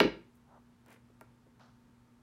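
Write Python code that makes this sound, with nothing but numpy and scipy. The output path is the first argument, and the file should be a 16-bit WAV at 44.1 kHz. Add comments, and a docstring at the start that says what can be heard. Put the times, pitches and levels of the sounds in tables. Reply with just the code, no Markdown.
"""A bare foot thumps onto a glass bathroom scale on a wooden floor; the scale rocks once more.
Contact forces ring decaying modes: hard contact the glass plate, soft pushes the floorboards.
Under shifting weight the scale ticks (noise snap, plate ring), soft bumps ring the boards, and skin
scuffs as grainy band noise. An appliance hums in sines over shaped room noise. The small room adds
decaying noise reflections and one low resonance."""
import sys
import numpy as np
from scipy import signal
from scipy.fft import rfft, irfft
from scipy.io import wavfile
from scipy.ndimage import uniform_filter1d

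SR = 44100
rng = np.random.default_rng(int(sys.argv[2]) if len(sys.argv) > 2 else 0)


def master_out(mix):
    """Clip the mix to full scale and print it as 16-bit PCM to the path in sys.argv[1]."""
    frames = np.transpose(np.atleast_2d(mix))
    ceiling = np.clip(frames, -1, 1)
    pcm = np.round(ceiling * 32767).astype(np.int16)
    wavfile.write(sys.argv[1], SR, pcm)


N = 97902

# Blows of foot and rocking scale:
# (time [s], hard contact [dB], hard length [ms], soft push [dB], soft length [ms])
FOOT_BLOWS = [(.0022, -12.5, 0.2, -28.5, 1.8), (.0068, -31.5, 0.61, -15, 1.64),
              (0.0177, -25.5, 0.25, -23.5, 3.36), (0.0311, -28, 0.23, -28, 0.86),
              (0.041, -31.5, 0.13, -43.5, 3.3), (.046, -50, 0.9, -14.5, 2.55),
              (0.0742, -35, 0.41, -24, 2.5)]
# Modes of the floorboards under the scale: (frequency [Hz], relative level [dB], t60 [s])
BOARD_MODES = [(159.8, -9.5, 0.041), (195.8, -17, 0.24), (228, -6, .06), (308.1, -6, 0.11),
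               (336.7, -8.5, 0.28), (406, 2, 0.067), (522, -1.5, 0.074), (598, 0, 0.025), (837, -19, 0.26)]
# Modes of the glass plate: (frequency [Hz], relative level [dB], t60 [s])
PLATE_MODES = [(623, -9.5, 0.043), (936, -4.5, 0.035), (1183.4, -13, 0.059), (1377, -9, 0.065),
               (1630, -8, 0.033), (1878, -7.5, 0.03), (2234, -2, 0.015), (2850, 1, 0.013),
               (3430, -6, 0.012), (4000, -1, 0.0092), (4886, -6.5, 0.012), (5735, -3.5, 0.0042),
               (10300, -27, 0.0031)]
# Ticks of the loaded scale; the first row is the bright snap of the foot's first blow: (time [s], snap level
# [dB], plate push level [dB])
SCALE_TICKS = [(.0022, -30.5, -52), (.8612, -63, -57), (.8835, -62, -58), (.9045, -61, -58),
               (.9185, -66, -59), (.9262, -60, -57), (1.2102, -53, -41), (1.2166, -72, -55),
               (1.596, -73, -53)]
# Soft bumps on the boards: (time [s], push level [dB], push length [ms])
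BOARD_BUMPS = [(1.098, -61, 0.87), (1.2124, -53, 1.6), (1.464, -59.5, 1.04), (1.882, -43, 4.9)]
# Scuffs of skin: (start [s], rise [s], fall time constant [s], level [dB], centre [Hz], width [Hz])
SKIN_SCUFFS = [(.335, .02, 0.023, -78.5, 10270, 8900), (0.44, .125, 0.025, -60.5, 830, 800),
               (0.459, 0.12, 0.043, -70, 339, 263.4), (0.853, 0.07, 0.03, -57.5, 1150, 2200),
               (0.858, 0.044, 0.06, -64, 394, 317), (.87, 0.06, 0.025, -71, 6000, 11000),
               (1.585, 0.03, 0.06, -61.5, 900, 1100), (1.593, 0.01, 0.09, -71.5, 3800, 4000)]
# Appliance hum partials: (frequency [Hz], rms level before waver [dB])
HUM_PARTIALS = [(120, -71), (240, -66.5), (900, -84)]
# Room noise spectrum: (frequency [Hz], relative density [dB per Hz])
NOISE_SPECTRUM = [(15, -24), (30, -11), (60, -2), (85, -6), (120, 0), (173, -8), (240, -3), (289, -10),
                  (469, -14), (582, -19), (1270, -18), (2230, -26.5), (5000, -33), (10600, -37.5),
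                  (15500, -44)]
# Reverberation bands: (centre [Hz], t60 [s], relative level [dB])
REVERB_BANDS = [(63, 0.5, -3), (127.5, 0.5, -9), (239.3, 0.38, -13), (500, 0.37, -11), (961, 0.32, -8),
                (2000, 0.34, -5), (4013, 0.32, -5.5), (6900, 0.25, -4), (10000, 0.17, -5),
                (14500, 0.12, -5)]
# Lowest air resonance: (frequency [Hz], level [dB], rise [s], t60 [s])
AIR_MODE = (54, -36.5, .045, .38)

HUM_WAVER_DB, HUM_WAVER_HZ = 0.7, 3.9
ROOM_NOISE_RMS_DB = -66.2
REVERB_RISE_S = 0.0045
SCUFF_GRAIN_DB, SCUFF_GRAIN_HZ = 2.4, 230
SNAP_MS, SNAP_HZ, SNAP_WIDTH_HZ = 1.47, 7500, 16000
TICK_PUSH_MS, TICK_LAG_S = 0.56, 0.0005
SNAP_ROOM_DB, SCUFF_ROOM_DB = -7, -9  # send to the room
RADIATE_HZ = 95  # the boards radiate little below this
TOP_HZ = 15850


def undb(db):
    """Gain of a level in dB."""
    return 10 ** (np.asarray(db) / 20)


def band(x, hz, width_hz):
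    """Band-pass with its edges geometrically centred on hz."""
    low_hz = np.sqrt(hz ** 2 + width_hz ** 2 / 4) - width_hz / 2
    edges_hz = [low_hz, min(low_hz + width_hz, 0.45 * SR)]
    return signal.sosfilt(signal.butter(2, edges_hz, "bandpass", fs=SR, output="sos"), x)


def unit(x):
    """Scale to rms 1."""
    return x / np.sqrt(np.mean(x ** 2))


def walk(rate_hz):
    """Smooth random wander of rms 1: noise averaged twice over 1/rate."""
    length = int(SR / rate_hz)
    smooth = uniform_filter1d(rng.standard_normal(N), length)
    return unit(uniform_filter1d(smooth, length))


def push(start_s, db, length_ms):
    """Smooth sine-squared contact force, its area set by the level."""
    progress = np.clip((np.arange(N) / SR - start_s) * 1000 / length_ms, 0, 1)
    shape = np.sin(np.pi * progress) ** 2
    return undb(db) * shape / shape.sum()


def ring(force, modes):
    """A force rings decaying modes, neighbours in opposite phase."""
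    t = np.arange(SR // 2) / SR
    body = np.zeros(len(t))
    for k, (hz, db, t60_s) in enumerate(modes):
        decay = 1000.0 ** (-t / t60_s)
        body += (-1) ** k * undb(db) * np.sin(2 * np.pi * hz * t) * decay
    return signal.fftconvolve(force, body)[:N]


def radiate(x):
    """Weak radiation of the lows: a high-pass."""
    return signal.sosfilt(signal.butter(3, RADIATE_HZ, "highpass", fs=SR, output="sos"), x)


def room_noise():
    """Steady room and microphone noise: white noise shaped over log frequency."""
    hz = np.maximum(np.arange(N // 2 + 1) * SR / N, 1)
    table = np.array(NOISE_SPECTRUM)
    density_db = np.interp(np.log(hz), np.log(table[:, 0]), table[:, 1])
    noise = irfft(rfft(rng.standard_normal(N)) * undb(density_db), N)
    return undb(ROOM_NOISE_RMS_DB) * unit(noise)


def appliance_hum():
    """Mains hum of an appliance: sines, each slowly wavering in level."""
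    t = np.arange(N) / SR
    out = np.zeros(N)
    for hz, rms_db in HUM_PARTIALS:
        amplitude = np.sqrt(2) * undb(rms_db + HUM_WAVER_DB * walk(HUM_WAVER_HZ))
        out += amplitude * np.sin(2 * np.pi * (hz * t + rng.random()))
    return out


def room(x):
    """Adds diffuse reflections, each noise band dying at its own rate."""
    t = np.arange(SR // 2) / SR
    tail = np.zeros(len(t))
    for hz, t60_s, db in REVERB_BANDS:
        noise = unit(band(rng.standard_normal(len(t)), hz, 0.62 * hz))
        weight = np.sqrt(hz / SR / t60_s / SR * 20)  # by bandwidth and decay length
        tail += undb(db) * weight * noise * 1000.0 ** (-t / t60_s)
    tail *= np.clip(t / REVERB_RISE_S, 0, 1)
    return x + signal.fftconvolve(x, tail)[:N]


def room_boom():
    """The lowest air resonance of the room builds up with the step and fades."""
    hz, db, rise_s, t60_s = AIR_MODE
    t = np.arange(N) / SR
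    env = (1 - np.exp(-(t / rise_s) ** 2)) * 1000.0 ** (-t / t60_s)
    return undb(db) * np.sin(2 * np.pi * hz * t) * env


def skin_scuffs():
    """Friction: band noise of grainy level that swells and dies away."""
    t = np.arange(N) / SR
    out = np.zeros(N)
    for start_s, rise_s, fall_s, db, hz, width_hz in SKIN_SCUFFS:
        swell = np.clip((t - start_s) / rise_s, 0, 1)
        fall = np.exp(-np.maximum(t - start_s - rise_s, 0) / fall_s)
        grain = undb(db + SCUFF_GRAIN_DB * walk(SCUFF_GRAIN_HZ))
        noise = band(rng.standard_normal(N), hz, width_hz)
        out += grain * swell * fall * unit(band(noise, hz, width_hz))  # banded twice: steeper
    return out


def board_bumps():
    """Soft pushes ring the floorboards."""
    return radiate(ring(sum(push(*row) for row in BOARD_BUMPS), BOARD_MODES))


def tick_snaps():
    """Bright snap of each tick and of the foot's first blow: a Gaussian burst of wide-band noise."""
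    t = np.arange(N) / SR
    noise = unit(band(rng.standard_normal(N), SNAP_HZ, SNAP_WIDTH_HZ))
    half_s = SNAP_MS / 2000
    env = sum(undb(db) * np.exp(-((t - s - half_s) / half_s) ** 2) for s, db, _ in SCALE_TICKS)
    return noise * env


def tick_rings():
    """Dull plate ring that follows each snap: a slightly late push on the glass."""
    force = sum(push(s + TICK_LAG_S, db, TICK_PUSH_MS) for s, _, db in SCALE_TICKS)
    return ring(force, PLATE_MODES)


def foot_step():
    """Hard contact rings the plate, the soft push rings the boards."""
    hard = sum(push(s, db, ms) for s, db, ms, _, _ in FOOT_BLOWS)
    soft = sum(push(s, db, ms) for s, _, _, db, ms in FOOT_BLOWS)
    return radiate(ring(hard, PLATE_MODES) + ring(soft, BOARD_MODES))


def scene():
    """Mixes all sources; the close, small sounds excite the room less."""
    snaps, scuffs = tick_snaps(), skin_scuffs()
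    snap_send, scuff_send = undb(SNAP_ROOM_DB), undb(SCUFF_ROOM_DB)
    struck = foot_step() + board_bumps() + tick_rings()
    wet = room(struck + snap_send * snaps + scuff_send * scuffs)
    # room() passes its input, so the rest brings the direct sound to full level
    direct_rest = (1 - snap_send) * snaps + (1 - scuff_send) * scuffs
    mix = wet + direct_rest + room_boom() + appliance_hum() + room_noise()
    return mix[None]


def record(dry):
    """The recorder cuts the top: a steep elliptic low-pass."""
    return signal.sosfilt(signal.ellip(10, 0.2, 60, TOP_HZ, fs=SR, output="sos"), dry)


dry = scene()
out = record(dry)
master_out(out)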